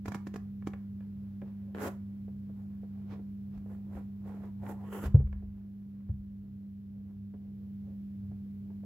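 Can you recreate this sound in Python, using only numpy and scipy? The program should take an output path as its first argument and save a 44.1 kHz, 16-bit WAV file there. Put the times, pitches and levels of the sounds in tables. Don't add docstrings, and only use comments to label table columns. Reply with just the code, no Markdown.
import sys
import numpy as np
from scipy import signal
from scipy.fft import rfft, irfft, next_fast_len
from scipy.io import wavfile
from scipy.ndimage import uniform_filter1d, minimum_filter1d, map_coordinates

SR = 44100
rng = np.random.default_rng(int(sys.argv[2]) if len(sys.argv) > 2 else 0)


def dump(signal):
    limited = np.clip(np.atleast_2d(signal).T, -1, 1)
    pcm = np.round(limited * 32767).astype(np.int16)
    wavfile.write(sys.argv[1], SR, pcm)


N = 390285

# frequency in Hz, relative spectral level in dB.
LEATHER = [(150, -14.5), (300, 1), (520, 2), (760, -2.5), (1050, -1), (1260, -6.5), (1600, -6),
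           (2300, -11.5), (3300, -24.5), (9000, -59.5)]
CRACKLE = [(1500, -31.5), (3000, -2), (5000, 1.5), (7300, 0.5), (8700, -10.5), (11000, -5.5), (15500, -10)]
CARPET = [(120, -13), (280, 5), (480, 1), (800, -9), (1300, -22), (2500, -35), (6000, -63)]
LINING = [(150, -13.5), (280, 5.5), (560, 0), (800, -2), (1080, -7), (1500, -14.5), (1850, -14),
          (2600, -27.5), (6000, -54.5)]
FIBRES = [(2500, -34), (4200, -10), (6000, -5), (7500, 2.5), (8700, -6), (11500, 3.5), (15500, -1.5)]
HEEL = [(150, -20.5), (260, 2.5), (540, -0.5), (700, -5), (950, -6), (1550, -9.5), (2100, -17.5),
        (3500, -29), (8000, -56.5)]
RUBBER_RASP = [(900, -30), (2200, 4), (3100, 1), (5500, -6.5), (9000, -22)]
# centre in seconds, half length in seconds, level in dB,
# share of the rubbing that is on carpet from 0 to 1.
STROKES = [(1.259, .07, -71.5, .2), (1.483, .025, -63.5, .3), (2.613, 0.045, -67.5, 1),
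           (2.988, 0.053, -67, 0.3), (3.127, 0.02, -51, 0.02), (3.553, 0.02, -63.5, 0),
           (3.724, 0.028, -58.5, 0.96), (3.966, 0.029, -50.5, .75), (4.286, 0.024, -54, .65),
           (4.356, 0.031, -58, .6), (4.451, 0.025, -54.5, .6), (4.645, 0.017, -54, .7),
           (4.703, 0.017, -43, 1), (4.829, .035, -58.5, .7), (5.583, .013, -67, 0.7),
           (7.103, .02, -67.5, .7)]

SOLE_HZ, SOLE_T60_S = 258, .022
PULL_DB, PULL_RANGE_DB = -47, 20


def amp(db):
    return 10 ** (np.asarray(db) / 20)


def unit(x):
    return x / np.sqrt(np.mean(x ** 2) + 1e-20)


def along(points, hz):
    freqs, values = np.transpose(points)
    return np.interp(np.log(hz + 1), np.log(freqs + 1), values)


def wobble(rate):
    knots = rng.standard_normal(int(N * rate / SR) + 4)
    return map_coordinates(knots, [np.arange(N) * rate / SR])


def add(track, s, sound):
    part = track[..., round(s * SR):][..., :sound.shape[-1]]
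    part += sound[..., :part.shape[-1]]


def coloured(pair, spectrum, coherence=None, balance=None):
    # frequency in Hz, left-right coherence from 0 to 1.
    usual_coherence = [(130, 0.96), (300, .91), (500, 0.87), (1500, 0.42), (3500, 0.055), (8000, 0.06)]
    # frequency in Hz, left minus right level in dB.
    usual_balance = [(150, 0), (500, 1), (1400, -7), (3500, -1)]
    size = 2 * next_fast_len(pair.shape[-1] // 2 + 4096)
    hz = np.fft.rfftfreq(size, 1 / SR)
    magnitude = unit(amp(along(spectrum, hz)))
    cepstrum = irfft(np.log(magnitude + 1e-6))
    cepstrum[1:size // 2] *= 2
    cepstrum[size // 2 + 1:] = 0
    angle = np.arccos(np.clip(along(coherence or usual_coherence, hz), -1, 1)) / 2
    mid, side = rfft(pair, size) * np.exp(rfft(cepstrum)) * [np.cos(angle), np.sin(angle)]
    tilt = amp(along(balance or usual_balance, hz) / 2)
    return irfft([(mid + side) * tilt, (mid - side) / tilt], size)[:, :pair.shape[-1]]


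def grains(rate, rough_db):
    return unit(rng.standard_normal((2, N)) * amp(rough_db * wobble(rate)))


def burst(t60, attack):
    t = np.arange(SR // 4) / SR
    return rng.standard_normal((2, len(t))) * amp(-60 * t / t60) * (1 - np.exp(-t / attack))


def movement(start, attack, hold, release):
    return np.interp(np.arange(N) / SR, start + np.cumsum([0, attack, hold, release]), [0, 1, 1, 0])


def stroke(centre_s, half_s):
    return (1 + ((np.arange(N) / SR - centre_s) / (2 * half_s)) ** 2) ** -2


def pull(db, range_db):
    speed = movement(start=4.822, attack=.112, hold=.135, release=.026)
    return amp(db - range_db * (1 - speed)) * np.minimum(1, 10 * speed)


def background():
    # frequency in Hz, level in dB, fluctuation in dB.
    hum_tones = [(99.7, -50.8, 2.5), (199.83, -42.5, 0.41)]
    # frequency in Hz, relative spectral level in dB.
    rumble_spectrum = [(20, -9.5), (42, -10), (60, -3), (70, -2), (83, 2.5), (97, -5.5), (115, -6.5),
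                       (133, 2.5), (155, -9), (290, -14.5), (400, -23), (600, -35.5), (1000, -44.5),
                       (2000, -48), (4000, -59.5)]
    hiss_spectrum = [(300, -8), (1500, 4.5), (3000, 1.5), (5500, -4), (7500, -10), (8700, -15),
                     (11500, -0.5), (15500, 0.5)]
    t = np.arange(N) / SR - np.array([[.00024], [0]])
    hum = 0
    for hz, db, waver_db in hum_tones:
        peak = np.sqrt(2) * amp(db + waver_db * wobble(12))
        hum += peak * np.sin(2 * np.pi * hz * t + waver_db / 6 * wobble(21))
    rumble = coloured(rng.standard_normal((2, N)), rumble_spectrum, balance=[(100, -1.5)])
    hiss = coloured(rng.standard_normal((2, N)), hiss_spectrum,
                    coherence=[(1000, 0)], balance=[(1000, -.5)])
    return hum * amp([[-.55], [.35]]) + amp(-52.5) * rumble + amp(-76.5) * hiss


def rustles():
    strain = movement(start=0, attack=.1, hold=5.5, release=1.5) * amp(-83.5 + 4 * wobble(11))
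    shifting = amp(-75 + 4 * wobble(11))
    leather = coloured(strain * grains(rate=160, rough_db=3), LEATHER)
    return leather + coloured(shifting * rng.standard_normal((2, N)), CARPET)


def slips():
    # release time in seconds, level in dB, relative level of the sole's knock in dB.
    releases = [(0.057, -33.5, -2), (0.08, -29, -4), (0.119, -33.5, -1), (0.145, -28, -8), (0.154, -39, 7),
                (0.269, -35.5, 1), (0.34, -37.5, 1), (0.359, -34, -3.5), (0.671, -32, 6), (3.576, -52.5, 5),
                (5.038, -37.5, 7), (5.057, -37, -5)]
    snap, crackle, knock = np.zeros((3, 2, N))
    t = np.arange(SR // 8) / SR
    for s, db, knock_db in releases:
        lead_in = burst(t60=.03, attack=.0003)[:, :SR // 32][:, ::-1]
        add(snap, s - 1 / 32, amp(db - 18.5) * lead_in)
        add(crackle, s - 1 / 32, amp(db - 31) * lead_in)
        add(snap, s, amp(db - 2.3) * burst(t60=.024, attack=.0006))
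        add(snap[0], s + .0011, amp(db + 4.5) * np.ones(1))
        add(crackle, s, amp(db - 17) * burst(t60=.042, attack=.002))
        sole_hz = SOLE_HZ * np.exp(.12 * rng.standard_normal())
        sole = np.sin(2 * np.pi * sole_hz * t) * amp(-60 * t / SOLE_T60_S)
        add(knock, s + .001, amp(db + knock_db + 4.5) * sole + amp(db) * leather_ring())
    return coloured(snap, LEATHER) + coloured(crackle, CRACKLE) + knock * amp([[-1.5], [1.5]])


def leather_ring(t60=.025, pitch_spread=.036):
    # frequency in Hz, level relative to the blow in dB.
    modes = [(760, -14), (1250, -14.5), (1660, -15), (2330, -19)]
    t = np.arange(SR // 8) / SR
    ring = 0
    for hz, db in modes:
        gain = amp(db + 2 * rng.standard_normal((2, 1)))
        strained_hz = hz * (1 + pitch_spread * rng.standard_normal())
        ring += gain * np.sin(2 * np.pi * strained_hz * t)
    return ring * amp(-60 * t / t60)


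def thumps():
    # start in seconds, level in dB, frequency in Hz, relative gain of the boom in dB.
    landings = [(0.08, -32.5, 103, -3), (3.566, -39.5, 55.6, 5.5), (3.954, -35, 75, 1),
                (5.056, -23.5, 65.5, 6.5), (5.144, -4, 105, 7), (6.095, -20.5, 90, 6.5)]
    # frequency in Hz, relative level in dB, time to decay by 60 dB in seconds.
    boom_modes = [(49.44, -25.5, 0.93), (58.5, -25, 0.74), (75.5, -22.5, 0.81), (95, -26.5, 0.32),
                  (133.5, -9, 0.2)]
    out, t = np.zeros((2, N)), np.arange(SR) / SR
    boom = 0
    for hz, db, t60 in boom_modes:
        channel_phase = .11 * rng.standard_normal((2, 1))
        boom += amp(db - 60 * t / t60) * np.sin(2 * np.pi * hz * t + channel_phase)
    boom *= 1 - np.exp(-(t / .025) ** 2)
    for s, db, hz, boom_db in landings:
        cycles = hz * t
        push = np.sin(2 * np.pi * cycles) * np.tanh(cycles / .4) * np.exp(-(cycles / 1.85) ** 6)
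        add(out, s, amp(db) * (push + amp(boom_db) * boom))
    return out * amp([[.15], [-.15]])


def ticks():
    # start in seconds, level in dB.
    touches = [(0.623, -49), (0.735, -36), (1.006, -51), (1.417, -44.5), (1.747, -41), (4.665, -37.5),
               (5.272, -50.5), (5.328, -39)]
    blows, ring = np.zeros((2, 2, N))
    for s, db in touches:
        add(blows, s, amp(db - 2.5) * burst(t60=.024, attack=.00065))
        add(blows, s, amp(db - 20) * burst(t60=.13, attack=.011))
        add(ring, s, amp(db) * leather_ring())
    return coloured(blows, LEATHER) + amp(-29.5) * coloured(blows, CRACKLE) + ring


def rubbing():
    out = np.zeros((2, N))
    lining = coloured(grains(rate=230, rough_db=2), LINING)
    rasp = coloured(grains(rate=580, rough_db=.5), RUBBER_RASP)
    fibres = coloured(grains(rate=240, rough_db=2), FIBRES)
    for s, half_s, db, on_carpet in STROKES:
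        rasp_db = -15 - 13 * on_carpet
        fibre_db = -33 + 16 * on_carpet
        out += amp(db) * stroke(s, half_s) * (lining + amp(rasp_db) * rasp + amp(fibre_db) * fibres)
    return out


def taps():
    # start in seconds, level in dB.
    touches = [(1.417, -41.5), (2.278, -50.5), (2.491, -51.5), (2.83, -48), (3.189, -48), (3.658, -50),
               (4.629, -41), (5.144, -30), (5.198, -39), (5.421, -49), (6.087, -47.5), (7.336, -44.5),
               (8.312, -51.5), (8.699, -49), (8.833, -50)]
    blows, pile = np.zeros((2, 2, N))
    for s, db in touches:
        add(blows, s, amp(db + 3.5) * burst(t60=.065, attack=.0035))
        add(pile, s, amp(db - 22) * burst(t60=.15, attack=.004))
    return coloured(blows, CARPET) + coloured(pile * grains(rate=300, rough_db=3.5), LINING)


def heel_drag(start_s=1.747, end_s=1.884, slow_hz=145, rise_octaves=2.1):
    t = np.arange(N) / SR
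    speed = movement(start=1.779, attack=.046, hold=.057, release=.021)
    contact = (t > start_s) * amp(-561 * np.maximum(0, t - end_s))
    slip_hz = slow_hz * 2 ** (rise_octaves * speed) * np.exp(.25 * wobble(150))
    slip_count = np.floor(np.cumsum(slip_hz) / SR)
    pulses = np.diff(slip_count, prepend=0) * np.sqrt(SR / slip_hz) * amp(1.6 * wobble(200))
    fade = np.exp(-1 / (.0011 * SR))
    tearing = unit(signal.lfilter([1], [1, -fade], pulses) * rng.standard_normal((2, N)))
    knock = np.sin(2 * np.pi * SOLE_HZ * t) * amp(-60 * t / SOLE_T60_S)
    sole = unit(signal.fftconvolve(pulses, knock[:SR // 2])[:N])
    judder = coloured(tearing, HEEL) + amp(-11) * sole
    grit = amp(-5.5) * coloured(grains(rate=670, rough_db=3), CRACKLE)
    grit += coloured(grains(rate=520, rough_db=.5), FIBRES)
    return contact * (amp(-44 + 4.4 * speed) * judder + amp(-71.5 + 19.5 * speed) * grit)


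def cavity(heel_out_s=4.59, unplug_s=4.885, plugged_hz=816, open_hz=1333):
    t = np.arange(N) / SR
    rubs = sum(amp(db) * stroke(s, half_s) for s, half_s, db, _ in STROKES if heel_out_s < s < unplug_s)
    friction = pull(PULL_DB, PULL_RANGE_DB) + rubs
    opening = (1 + np.tanh((t - unplug_s) / .045)) / 2
    wander = 1 + .06 * wobble(35)
    hz = (plugged_hz + (open_hz - plugged_hz) * opening) * wander
    phase = 2 * np.pi * np.cumsum(hz) / SR
    noise_band = unit(wobble(330)) * np.cos(phase) + unit(wobble(330)) * np.sin(phase)
    return friction * amp(-4 - 7 * opening) * noise_band


def foot_slide():
    # frequency in Hz, relative spectral level in dB.
    collar_spectrum = [(150, -22.5), (290, 2), (460, 3.5), (640, -7), (930, -3), (1350, -11.5), (1550, -15),
                       (1850, -9.5), (2350, -21.5), (3050, -15.5), (3800, -35.5), (8000, -62.5)]
    collar = pull(PULL_DB, PULL_RANGE_DB) * coloured(grains(rate=180, rough_db=2.5), collar_spectrum)
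    skin = pull(db=-57, range_db=30.5) * coloured(grains(rate=250, rough_db=.5), FIBRES)
    edge = coloured(grains(rate=400, rough_db=3), HEEL)
    edge += amp(-11.5) * coloured(grains(rate=400, rough_db=2), RUBBER_RASP)
    toes = amp(-47.5) * stroke(centre_s=5.057, half_s=.012) * edge
    catching = amp(2.1 * wobble(55))
    return catching * (collar + skin) + toes


def room(x):
    # frequency in Hz, reverberation time in seconds.
    decay_times = [(200, 0.26), (1500, .3), (10000, 0.24)]
    hz, t, noise = signal.stft(rng.standard_normal((2, SR // 2)), SR, nperseg=256)
    decay = amp(-60 * t / along(decay_times, hz)[:, None])
    tail = signal.istft(noise * decay, SR, nperseg=256)[1]
    tail = coloured(tail, spectrum=[(0, 0)], balance=[(0, 0)])
    return signal.fftconvolve(x, tail / np.linalg.norm(tail[0]), axes=1)[:, :N]


def scene():
    contacts = slips() + ticks() + taps() + heel_drag()
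    friction = rubbing() + rustles() + foot_slide() + cavity()
    reverb = room(amp(-9.5) * contacts + amp(-11.5) * friction)
    return contacts + friction + reverb + thumps() + background()


def record(dry):
    threshold_db, bass_cut_hz, top_hz = -6.8, 45, 15800
    hold, release = int(2.15 * SR), int(.45 * SR)
    peak_db = 20 * np.log10(np.abs(dry).max(axis=0) + 1e-9)
    needed_db = np.minimum(0, threshold_db - peak_db)
    held_db = minimum_filter1d(needed_db, hold, origin=(hold - 1) // 2, mode="constant")
    eased_db = uniform_filter1d(held_db, release, origin=(release - 1) // 2, mode="constant")
    gain_db = uniform_filter1d(np.minimum(held_db, eased_db), size=SR // 50)
    size = next_fast_len(N + SR // 2)
    hz = np.fft.rfftfreq(size, 1 / SR)
    bass_cut = 1 - .9 / (1 + (hz / bass_cut_hz) ** 8)
    return irfft(rfft(dry * amp(gain_db), size) * bass_cut * (hz < top_hz), size)[:, :N]


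dry = scene()
out = record(dry)
dump(out)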